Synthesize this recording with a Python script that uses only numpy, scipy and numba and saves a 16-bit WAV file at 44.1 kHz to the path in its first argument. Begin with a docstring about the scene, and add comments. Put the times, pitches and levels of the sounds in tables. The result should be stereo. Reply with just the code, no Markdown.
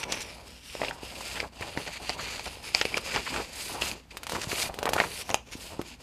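"""A stack of paper bills is fanned, sorted and squared by hand, close up, just above a desk in a quiet room.
Sheets rub over each other with a grainy hiss, flex and crumple, and buckle with short snaps.
Fingers bump the wad now and then; edges flick off the thumb onto the stack.
The desk and the room add a faint echo over low rumble and hum. Mono."""
import sys
import numpy as np
from scipy import signal
from scipy.fft import rfft, irfft, next_fast_len
from scipy.io import wavfile
from scipy.ndimage import uniform_filter1d
from numba import njit

SR = 44100
rng = np.random.default_rng(int(sys.argv[2]) if len(sys.argv) > 2 else 0)


def pcm_store(signal):
    """Save signal as 16-bit PCM."""
    levels = np.round(np.clip(np.atleast_2d(signal), -1, 1) * 32767)
    wavfile.write(sys.argv[1], SR, levels.astype(np.int16).T)


N = 265702
TIME_S = np.arange(N) / SR
AGE_S = np.arange(4096) / SR  # time within one short sound

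# resonance of the air pocket between bills and palms, higher as the grip closes: t/s, f/Hz
AIR_POCKET = [(.22, 5800), (.37, 4650), (.66, 5630), (.82, 4970), (2.25, 4540), (2.7, 4930), (5.15, 4570),
              (5.3, 6570), (5.55, 6700), (5.62, 4850)]
# one sheet drawn over another: t/s, length/s, share spent speeding up, rub level/dB, brush re rub/dB
SHEET_STROKES = [(-.05, 0.097, 0.05, -38, -3), (0.077, 0.18, 0.35, -38, -9), (0.2, 0.2, 0.07, -46, -6.5),
                 (0.451, 0.18, 0.18, -50, -1.5), (0.604, 0.24, 0.52, -46, -2), (0.743, 0.17, 0.9, -41, -5),
                 (1.004, 0.19, 0.24, -45, -2), (1.123, 0.31, 0.67, -41, -1.5),
                 (1.55, 0.2, 0.67, -42.5, -6.5), (1.702, 0.23, 0.47, -43, -4.5),
                 (1.881, 0.1, 0.95, -42, -5.5), (1.989, 0.18, 0.47, -40.5, -6.5),
                 (2.169, 0.31, 0.22, -37.5, -4.5), (2.44, 0.19, 0, -45, -3.5), (2.622, 0.14, 0.15, -42, -5),
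                 (2.741, 0.11, 0, -36, -2.5), (2.84, 0.25, 0.1, -41, -4), (3.021, 0.22, 0.52, -35, -5.5),
                 (3.196, 0.28, 0.5, -37.5, -4.5), (3.44, 0.19, 0.85, -43.5, -3),
                 (3.533, 0.21, 0.43, -45, 4), (3.677, 0.14, 0, -40.5, -1), (3.798, 0.15, 0.26, -37, 0),
                 (3.918, 0.065, .2, -52, -8), (4.105, 0.023, 0.2, -46.5, -6.5), (4.285, 0.22, 0.1, -43, -1),
                 (4.476, 0.12, 0.46, -37, 0.5), (4.555, 0.14, 0.42, -34.5, 1), (4.911, 0.18, 0.6, -41.5, 0),
                 (5.052, 0.183, 0.88, -41, 1.5), (5.221, 0.15, 0.9, -49.5, 1),
                 (5.513, 0.046, 0.13, -42, -3.5), (5.544, 0.21, 0.47, -48, 1), (5.83, 0.135, 0.42, -48, -4)]


def undb(db):
    """Decibels to gain."""
    return 10 ** (np.asarray(db) / 20)


def level(x, db):
    """Set the rms level of a steady sound."""
    return x * undb(db) / np.sqrt(np.mean(x ** 2))


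def burst(x, db, window_s=0.005):
    """Set the rms level of a short sound over its opening window."""
    return x * undb(db) / np.sqrt(np.mean(x[:int(window_s * SR)] ** 2) + 1e-18)


def add(track, t_s, x):
    """Mix x into the track at t_s."""
    start = max(int(t_s * SR), 0)
    track[start:start + len(x)] += x[:N - start]


def colour(x, spectrum):
    """Filter by a curve of f/Hz, gain/dB."""
    size = next_fast_len(len(x))
    hz, db = np.transpose(spectrum)
    bins_hz = np.maximum(np.fft.rfftfreq(size, 1 / SR), 1)
    gain = undb(np.interp(np.log(bins_hz), np.log(hz), db))
    return irfft(rfft(x, size) * gain, size)[:len(x)]


def bandpass(x, hz, q):
    """Two-pole band-pass."""
    w = 2 * np.pi * min(hz, SR / 3) / SR
    a = np.sin(w) / (2 * q)
    return signal.lfilter([a, 0, -a], [1 + a, -2 * np.cos(w), 1 - a], x)


@njit
def glide(x, hz, q):
    """Band-pass with a moving centre, unity peak gain."""
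    y, band, low = np.empty(len(x)), 0., 0.
    for i in range(len(x)):
        g = np.tan(np.pi * hz[i] / SR)
        v = (band + g * (x[i] - low)) / (1 + g * (g + 1 / q))
        band, low, y[i] = 2 * v - band, low + 2 * g * v, v / q
    return y


def lowpass(x, hz, order=2):
    """Butterworth low-pass."""
    return signal.sosfilt(signal.butter(order, min(hz, SR / 3), fs=SR, output="sos"), x)


def ring(hz, decay_s):
    """One damped mode of the paper."""
    return np.sin(2 * np.pi * hz * AGE_S) * np.exp(-AGE_S / decay_s)


def wander(rate_hz):
    """Random drift with a spread near 1."""
    knots_s = np.arange(0, N / SR + 1, 1 / rate_hz)
    return np.interp(TIME_S, knots_s, rng.standard_normal(len(knots_s)))


def slips(size, rate_hz, spread_db):
    """Fibres catch and let go: random clicks, most small, a few large."""
    happens = rng.random(size) < rate_hz / SR
    strength = undb(spread_db * np.minimum(rng.exponential(size=size), 4))
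    return happens * strength * rng.choice([-1, 1], size)


def friction(spectrum, rate_hz, spread_db, uneven_db, uneven_hz):
    """Dense slips coloured by the paper, under uneven finger pressure; unit rms."""
    grains = colour(slips(N, rate_hz, spread_db), spectrum)
    return level(grains * undb(uneven_db * wander(uneven_hz)), 0)


def motion(t_s, length_s, rise):
    """Envelope of one hand movement, rest to rest: friction noise grows as speed to the power 0.7."""
    crest_s = t_s + np.clip(rise, 0.05, 0.95) * length_s
    phase = np.interp(TIME_S, [t_s, crest_s, t_s + length_s], [0, 0.5, 1])
    moving = (phase > 0) & (phase < 1)
    out = np.zeros(N)
    out[moving] = np.sin(np.pi * phase[moving]) ** 0.7
    return out


def handwork_db():
    """Rub, brush and flex envelopes: strokes and bends add their power to that of the restless grip."""
    # the grip rests: t/s, length/s
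    pauses = [(0.48, 0.3), (1.474, 0.055), (3.975, 0.15), (5.375, 0.099), (5.93, 0.072)]
    # fingers bow the wad and let it straighten: t/s, length/s, relative level/dB
    bends = [(0.025, 0.18, -38), (0.15, 0.36, -51), (0.774, 0.18, -37), (0.93, 0.5, -47.5),
             (1.335, 0.15, -40.5), (1.59, 0.13, -40.5), (1.747, 0.078, -35.5), (1.863, 0.043, -38),
             (1.995, 0.063, -42), (2.143, 0.099, -41), (2.458, 0.025, -35), (2.894, 0.11, -36.5),
             (3.134, 0.084, -33), (3.3, 0.15, -33.5), (3.68, 0.31, -39.5), (4.317, 0.087, -33.5),
             (4.358, 0.45, -42.5), (4.689, 0.025, -35), (4.753, 0.39, -36.5), (5.286, 0.058, -34.5),
             (5.701, 0.056, -41)]
    drag_flex_db, firm_db = -6.5, -38  # a sliding sheet also flexes, less so below a firm stroke
    rest = np.minimum(sum(motion(t_s, length_s, rise=0.69) for t_s, length_s in pauses), 1)
    grip = 1 - 0.84 * rest
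    rub, brush, flex = ((grip * undb(db)) ** 2 for db in (-54, -57.5, -51))
    for t_s, length_s, rise, db, edge_db in SHEET_STROKES:
        power = (motion(t_s, length_s, rise) * undb(db)) ** 2
        rub += power
        brush += power * undb(edge_db) ** 2
        flex += power * undb(drag_flex_db + min(db - firm_db, 0)) ** 2
    for t_s, length_s, db in bends:
        flex += (motion(t_s, length_s, rise=0.35) * undb(db)) ** 2
    return 10 * np.log10([rub, brush, flex])


def regrip():
    """Each stroke bends the sheets anew and frees another length of edge: a held random value, -1 to 1."""
    stroke = np.searchsorted(np.sort([row[0] for row in SHEET_STROKES]), TIME_S)
    held = rng.uniform(-1, 1, len(SHEET_STROKES) + 1)[stroke]
    return uniform_filter1d(held, size=SR // 50)


def rustle():
    """Sheets rub inside cupped hands, edges brush, and the bending wad creaks softly underneath."""
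    # friction spectra of sheet faces, edges, light strokes and the bending wad: f/Hz, level/dB
    rub_spectrum = [(500, -29), (1200, 3), (2600, 1), (3750, 1.5), (4900, -4), (7500, -6.5), (14000, -29)]
    brush_spectrum = [(2500, -10.5), (5500, -1.5), (7500, -10.5), (10000, -12), (12500, -14.5),
                      (15000, -31)]
    swish_spectrum = [(4000, -47), (10000, -20.5), (15000, -30)]
    flex_spectrum = [(50, 3.5), (330, -1.5), (520, -2), (950, -1), (1400, -10.5), (6000, -37.5)]
    rub_db, brush_db, flex_db = handwork_db()
    pocket_hz = np.interp(TIME_S, *np.transpose(AIR_POCKET))
    sheet_hz = 2588 * np.exp(0.07 * regrip())
    edge_hz = 8400 * np.exp(0.2 * regrip())

    rub = friction(rub_spectrum, rate_hz=2400, spread_db=2.6, uneven_db=2, uneven_hz=110)
    rub = level(rub + 2.97 * glide(rub, sheet_hz, q=4.1) + 3.32 * glide(rub, pocket_hz, q=6.9), 0)
    lightness = np.clip((-38 - rub_db) / 14, 0, 0.7)
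    rub -= lightness * bandpass(rub, 1100, q=0.9)  # a light touch drives the low resonances less
    brush = friction(brush_spectrum, rate_hz=13000, spread_db=3.5, uneven_db=2.5, uneven_hz=75)
    brush = level(brush + glide(brush, edge_hz, q=4.0), 0)
    swish = friction(swish_spectrum, rate_hz=14000, spread_db=3, uneven_db=0, uneven_hz=35)
    swish_db = brush_db + 3.3 * np.minimum(brush_db - rub_db, 0) - 8  # light, quick strokes reach highest
    flex = friction(flex_spectrum, rate_hz=1400, spread_db=3.2, uneven_db=1.3, uneven_hz=70)
    creak_hz = 560 * np.exp(0.3 * wander(rate_hz=14))
    flex = level(flex + glide(flex, creak_hz, q=4.0), -1.2)

    hiss = rub * undb(rub_db) + brush * undb(brush_db)
    hiss *= undb(1.05 * wander(rate_hz=32))  # the sliding sheet catches and frees itself
    hiss -= 0.61 * glide(hiss, 1.184 * pocket_hz, q=4.5)  # the pocket absorbs just above its resonance
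    return hiss + swish * undb(swish_db) + flex * undb(flex_db)


def room_tone():
    """Low rumble with a wavering hum."""
    # room noise spectrum: f/Hz, level/dB
    rumble_spectrum = [(25, 2.5), (75, -1.5), (130, -8), (270, -6.5), (400, -26), (900, -22), (1600, -24.5),
                       (15000, -43)]
    hum_hz = 59.7
    rumble = colour(rng.standard_normal(N), rumble_spectrum)
    hum = np.sin(2 * np.pi * hum_hz * TIME_S + 0.33 * wander(rate_hz=15))
    hum *= undb(0.96 * wander(rate_hz=4.7))
    return level(rumble, db=-53) + level(hum, db=-56.5)


def crumples():
    """A bend runs through the sheets as quick small buckles; the fold widens, so its pitch falls."""
    # travelling folds: t/s, length/s, relative body level/dB, centre f/Hz, relative top level/dB
    folds = [(0.03, 0.012, -29.5, 2640, -37), (0.119, 0.013, -37, 1600, -29.5),
             (0.205, 0.028, -44, 1870, -35.5), (0.832, 0.0031, -24.5, 1090, -60),
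             (1.207, 0.0044, -33, 990, -60), (1.356, 0.028, -33, 2140, -53), (1.395, 0.018, -35, 2000, -43),
             (1.434, 0.02, -34, 840, -68), (1.619, 0.012, -30.5, 1790, -60),
             (1.864, 0.02, -35.5, 2090, -42), (2.189, 0.012, -32.5, 935, -59),
             (2.455, 0.032, -38.5, 2070, -40.5), (2.969, 0.014, -26.5, 1700, -30.5),
             (3.14, 0.015, -27.5, 2100, -37), (3.162, 0.02, -26, 1520, -50), (3.264, 0.018, -29, 1490, -62),
             (3.341, 0.0056, -28.5, 1340, -41), (3.361, 0.0061, -26, 1160, -38),
             (3.392, 0.031, -34.5, 794, -46), (3.696, 0.006, -33, 700, -52), (3.746, 0.02, -32.5, 704, -44),
             (3.813, 0.0084, -29, 2600, -32), (4.349, 0.021, -27.5, 1040, -37.5),
             (4.414, 0.036, -35, 1670, -33.5), (4.514, 0.017, -28, 1550, -38),
             (4.611, 0.028, -30, 2400, -27.5), (4.864, 0.017, -22.5, 980, -53),
             (4.961, 0.0059, -19, 760, -36), (4.98, 0.012, -21, 1200, -52), (5.035, 0.017, -27.5, 980, -51),
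             (5.792, 0.011, -31.5, 604, -51)]
    attack_s, release_s, fall_ratio = 0.0015, 0.0035, 0.62
    out = np.zeros(N)
    for t_s, length_s, body_db, hz, top_db in folds:
        release = np.exp(-np.maximum(AGE_S - 0.8 * length_s, 0) / release_s)
        bend = np.minimum(AGE_S / attack_s, 1) * release
        buckles = slips(len(AGE_S), rate_hz=1100, spread_db=1.7) * bend
        buckles[0] = 1  # the first fold gives way at once
        fold_hz = hz * fall_ratio ** (np.minimum(AGE_S / length_s, 1) - 0.5)
        body = 0.5 * bandpass(buckles, hz, q=0.6) + glide(buckles, fold_hz, q=2.4)
        body = lowpass(body, min(2.4 * hz, 3100), order=4)
        fibres = buckles + 0.12 * slips(len(AGE_S), rate_hz=12000, spread_db=1) * bend
        top = bandpass(bandpass(fibres, 5000, q=1.1), 5500, q=0.7)
        window_s = length_s + 0.0039  # bend plus tail
        add(out, t_s, burst(body, body_db - 5, window_s) + burst(top, top_db - 5.5, window_s))
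    return out


def buckle(hz, decay_s, rise_s):
    """A fold takes a moment to give way, so its mode swells before it dies."""
    return ring(hz, decay_s) * (1 - np.exp(-(AGE_S / rise_s) ** 2))


def snaps():
    """A crease pops through: sheet and crease ring briefly, and a sharp crack rings the air pocket."""
    # buckling bills: t/s, sheet f/Hz, sheet level/dB, crease f/Hz, crease level/dB,
    # crack level/dB, crease decay/s
    pops = [(0.0374, 800, -40, 2580, -33, -37.5, 0.00061), (0.1229, 596, -31.5, 2500, -28, -28.5, 0.00023),
            (0.7518, 587, -32.5, 2400, -39.5, -51, 0.00039), (0.8165, 630, -24, 1950, -30.5, -57, 0.00054),
            (0.8376, 603, -29, 2600, -35.5, -54, 0.0007), (0.8477, 700, -34, 2580, -30, -53, 0.00036),
            (0.8837, 570, -57, 2690, -29.5, -56, 0.00063), (0.9099, 905, -36.5, 1620, -32, -62, 0.00062),
            (1.4023, 570, -36, 2280, -26, -33.5, 0.00065), (1.7747, 474, -46, 1950, -28.5, -42, 0.00031),
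            (2.094, 814, -29.5, 2100, -32, -26, 0.0013), (2.1006, 710, -29, 2680, -34.5, -39, 0.00075),
            (2.3947, 890, -35.5, 2500, -37, -39, 0.00079),
            (2.7483, 770, -26.5, 2300, -19.5, -16.5, 0.00075),
            (2.8132, 515, -26, 2020, -21.5, -26, 0.00038), (2.815, 890, -31, 3100, -24.5, -40, 0.00054),
            (2.8531, 503, -25, 2460, -26, -33, 0.00048), (2.9421, 660, -35, 2350, -23, -47, 0.0013),
            (2.9719, 530, -27.5, 2710, -27.5, -34, 0.0013), (3.1612, 864, -27, 2710, -28.5, -31, 0.00088),
            (3.8207, 640, -29, 2840, -24, -48, 0.0006), (3.914, 440, -48, 2500, -32.5, -35, 0.00083),
            (5.001, 726, -19, 1950, -16, -33.5, 0.00047), (5.0113, 1100, -27.5, 2200, -38, -42, 0.0005),
            (5.018, 600, -26.5, 2320, -32, -47, 0.00056), (5.3031, 720, -26, 1960, -33.5, -39, 0.00019),
            (5.312, 530, -49, 2720, -37, -36, 0.0013), (5.3435, 630, -30.5, 2630, -23.5, -24, 0.00064)]
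    upper_mode_hz = 3250  # of every crease
    out = np.zeros(N)
    for t_s, sheet_hz, sheet_db, crease_hz, crease_db, crack_db, decay_s in pops:
        grit = rng.standard_normal(len(AGE_S))
        shiver = grit * np.exp(-AGE_S / 0.0054)  # the sheet settles with tiny after-slips
        rise_s = 1.1 * decay_s
        sheet = ring(sheet_hz, 0.0021) + 0.3 * ring(1.5 * sheet_hz, 0.0013)
        sheet += 0.45 * bandpass(shiver, sheet_hz, q=0.9)
        crease = buckle(crease_hz, decay_s, rise_s) + 0.2 * buckle(upper_mode_hz, 0.0005, rise_s)
        crease += 0.19 * bandpass(shiver, crease_hz, q=3.4)
        body = burst(sheet, sheet_db) + burst(crease, crease_db)
        pocket_hz = np.interp(t_s, *np.transpose(AIR_POCKET))
        pocket = buckle(pocket_hz, min(0.5 * decay_s, 2 / pocket_hz), rise_s)
        rasp = bandpass(grit * np.exp(-AGE_S / 0.0011), pocket_hz, q=1.3)
        crack = burst(pocket, 0) + burst(lowpass(rasp, 8000, order=4), -7)
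        add(out, t_s, lowpass(body, 5600) + burst(crack, crack_db))
    return out


def thuds():
    """Soft fingertips push the whole wad: a dull, heavily damped knock."""
    # finger bumps: t/s, initial envelope level/dB, f/Hz
    bumps = [(1.032, -24.5, 387), (1.429, -20, 497), (1.608, -28.5, 113), (1.774, -16, 267),
             (2.571, -29.5, 503), (4.472, -25, 133), (4.53, -18.5, 432), (5.553, -26, 266),
             (5.7938, -16, 304)]
    out = np.zeros(N)
    for t_s, db, hz in bumps:
        add(out, t_s, undb(db) * ring(hz, decay_s=0.67 / hz))
    return out


def flicks():
    """An edge slips off the thumb, pushes out a pulse of air, lands and scrapes the bill below."""
    # edges hitting the stack: t/s, slap f/Hz, slap level/dB, hiss level/dB
    landings = [(1.61, 420, -38, -44), (4.1704, 990, -50, -36.5), (4.2326, 1370, -55, -37.5),
                (4.2683, 960, -41, -36), (4.2957, 800, -36, -35.5), (4.3212, 700, -32.5, -35.5),
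                (4.742, 456, -40.5, -41.5), (4.7888, 487, -34.5, -36.5), (4.8297, 484, -25.5, -34.5),
                (4.856, 490, -24, -34), (4.891, 586, -25.5, -30.5), (4.934, 760, -26, -25.5),
                (5.293, 755, -30.5, -38), (5.344, 810, -21.5, -29.5), (5.8151, 356, -37, -41.5)]
    tick_hz = 1500
    out = np.zeros(N)
    for t_s, slap_hz, slap_db, hiss_db in landings:
        slap = lowpass(np.cos(2 * np.pi * slap_hz * AGE_S) * np.exp(-AGE_S / 0.0013), 4900)
        scrape = rng.standard_normal(len(AGE_S)) * np.exp(-AGE_S / 0.0062)
        hiss = bandpass(scrape, 2250, q=0.62) + 0.19 * bandpass(scrape, 8400, q=1)
        tick = lowpass(np.cos(2 * np.pi * tick_hz * AGE_S) * np.exp(-AGE_S / 0.0001), 5300)
        add(out, t_s, burst(slap, slap_db) + burst(hiss, hiss_db) + burst(tick, hiss_db - 3.5))
    return out


def reflections(x, desk_s, desk_gain, wet_db, t60_s):
    """The desk returns one quick echo, the furnished room a faint short tail."""
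    age_s = np.arange(SR // 3) / SR
    tail = rng.standard_normal(len(age_s)) * undb(-60 * age_s / t60_s) * (age_s > 0.005)
    tail = lowpass(tail, 5700, order=1)
    response = tail * undb(wet_db) / np.sqrt(np.sum(tail ** 2))
    response[int(desk_s * SR)] += desk_gain
    return x + signal.fftconvolve(x, response)[:N]


def scene():
    """Paper sounds in the room, the same in both channels."""
    paper = rustle() + snaps() + flicks() + crumples() + thuds()
    mono = reflections(paper, desk_s=0.00217, desk_gain=0.068, wet_db=-19, t60_s=0.22) + room_tone()
    return np.array([mono, mono])


def record(dry):
    """Drop the deepest rumble and cut the top steeply."""
    low_hz, top_hz = 42, 14900
    dry = signal.sosfilt(signal.butter(3, low_hz, "high", fs=SR, output="sos"), dry)
    return signal.sosfilt(signal.ellip(8, 0.2, 70, top_hz, fs=SR, output="sos"), dry)


dry = scene()
out = record(dry)
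pcm_store(out)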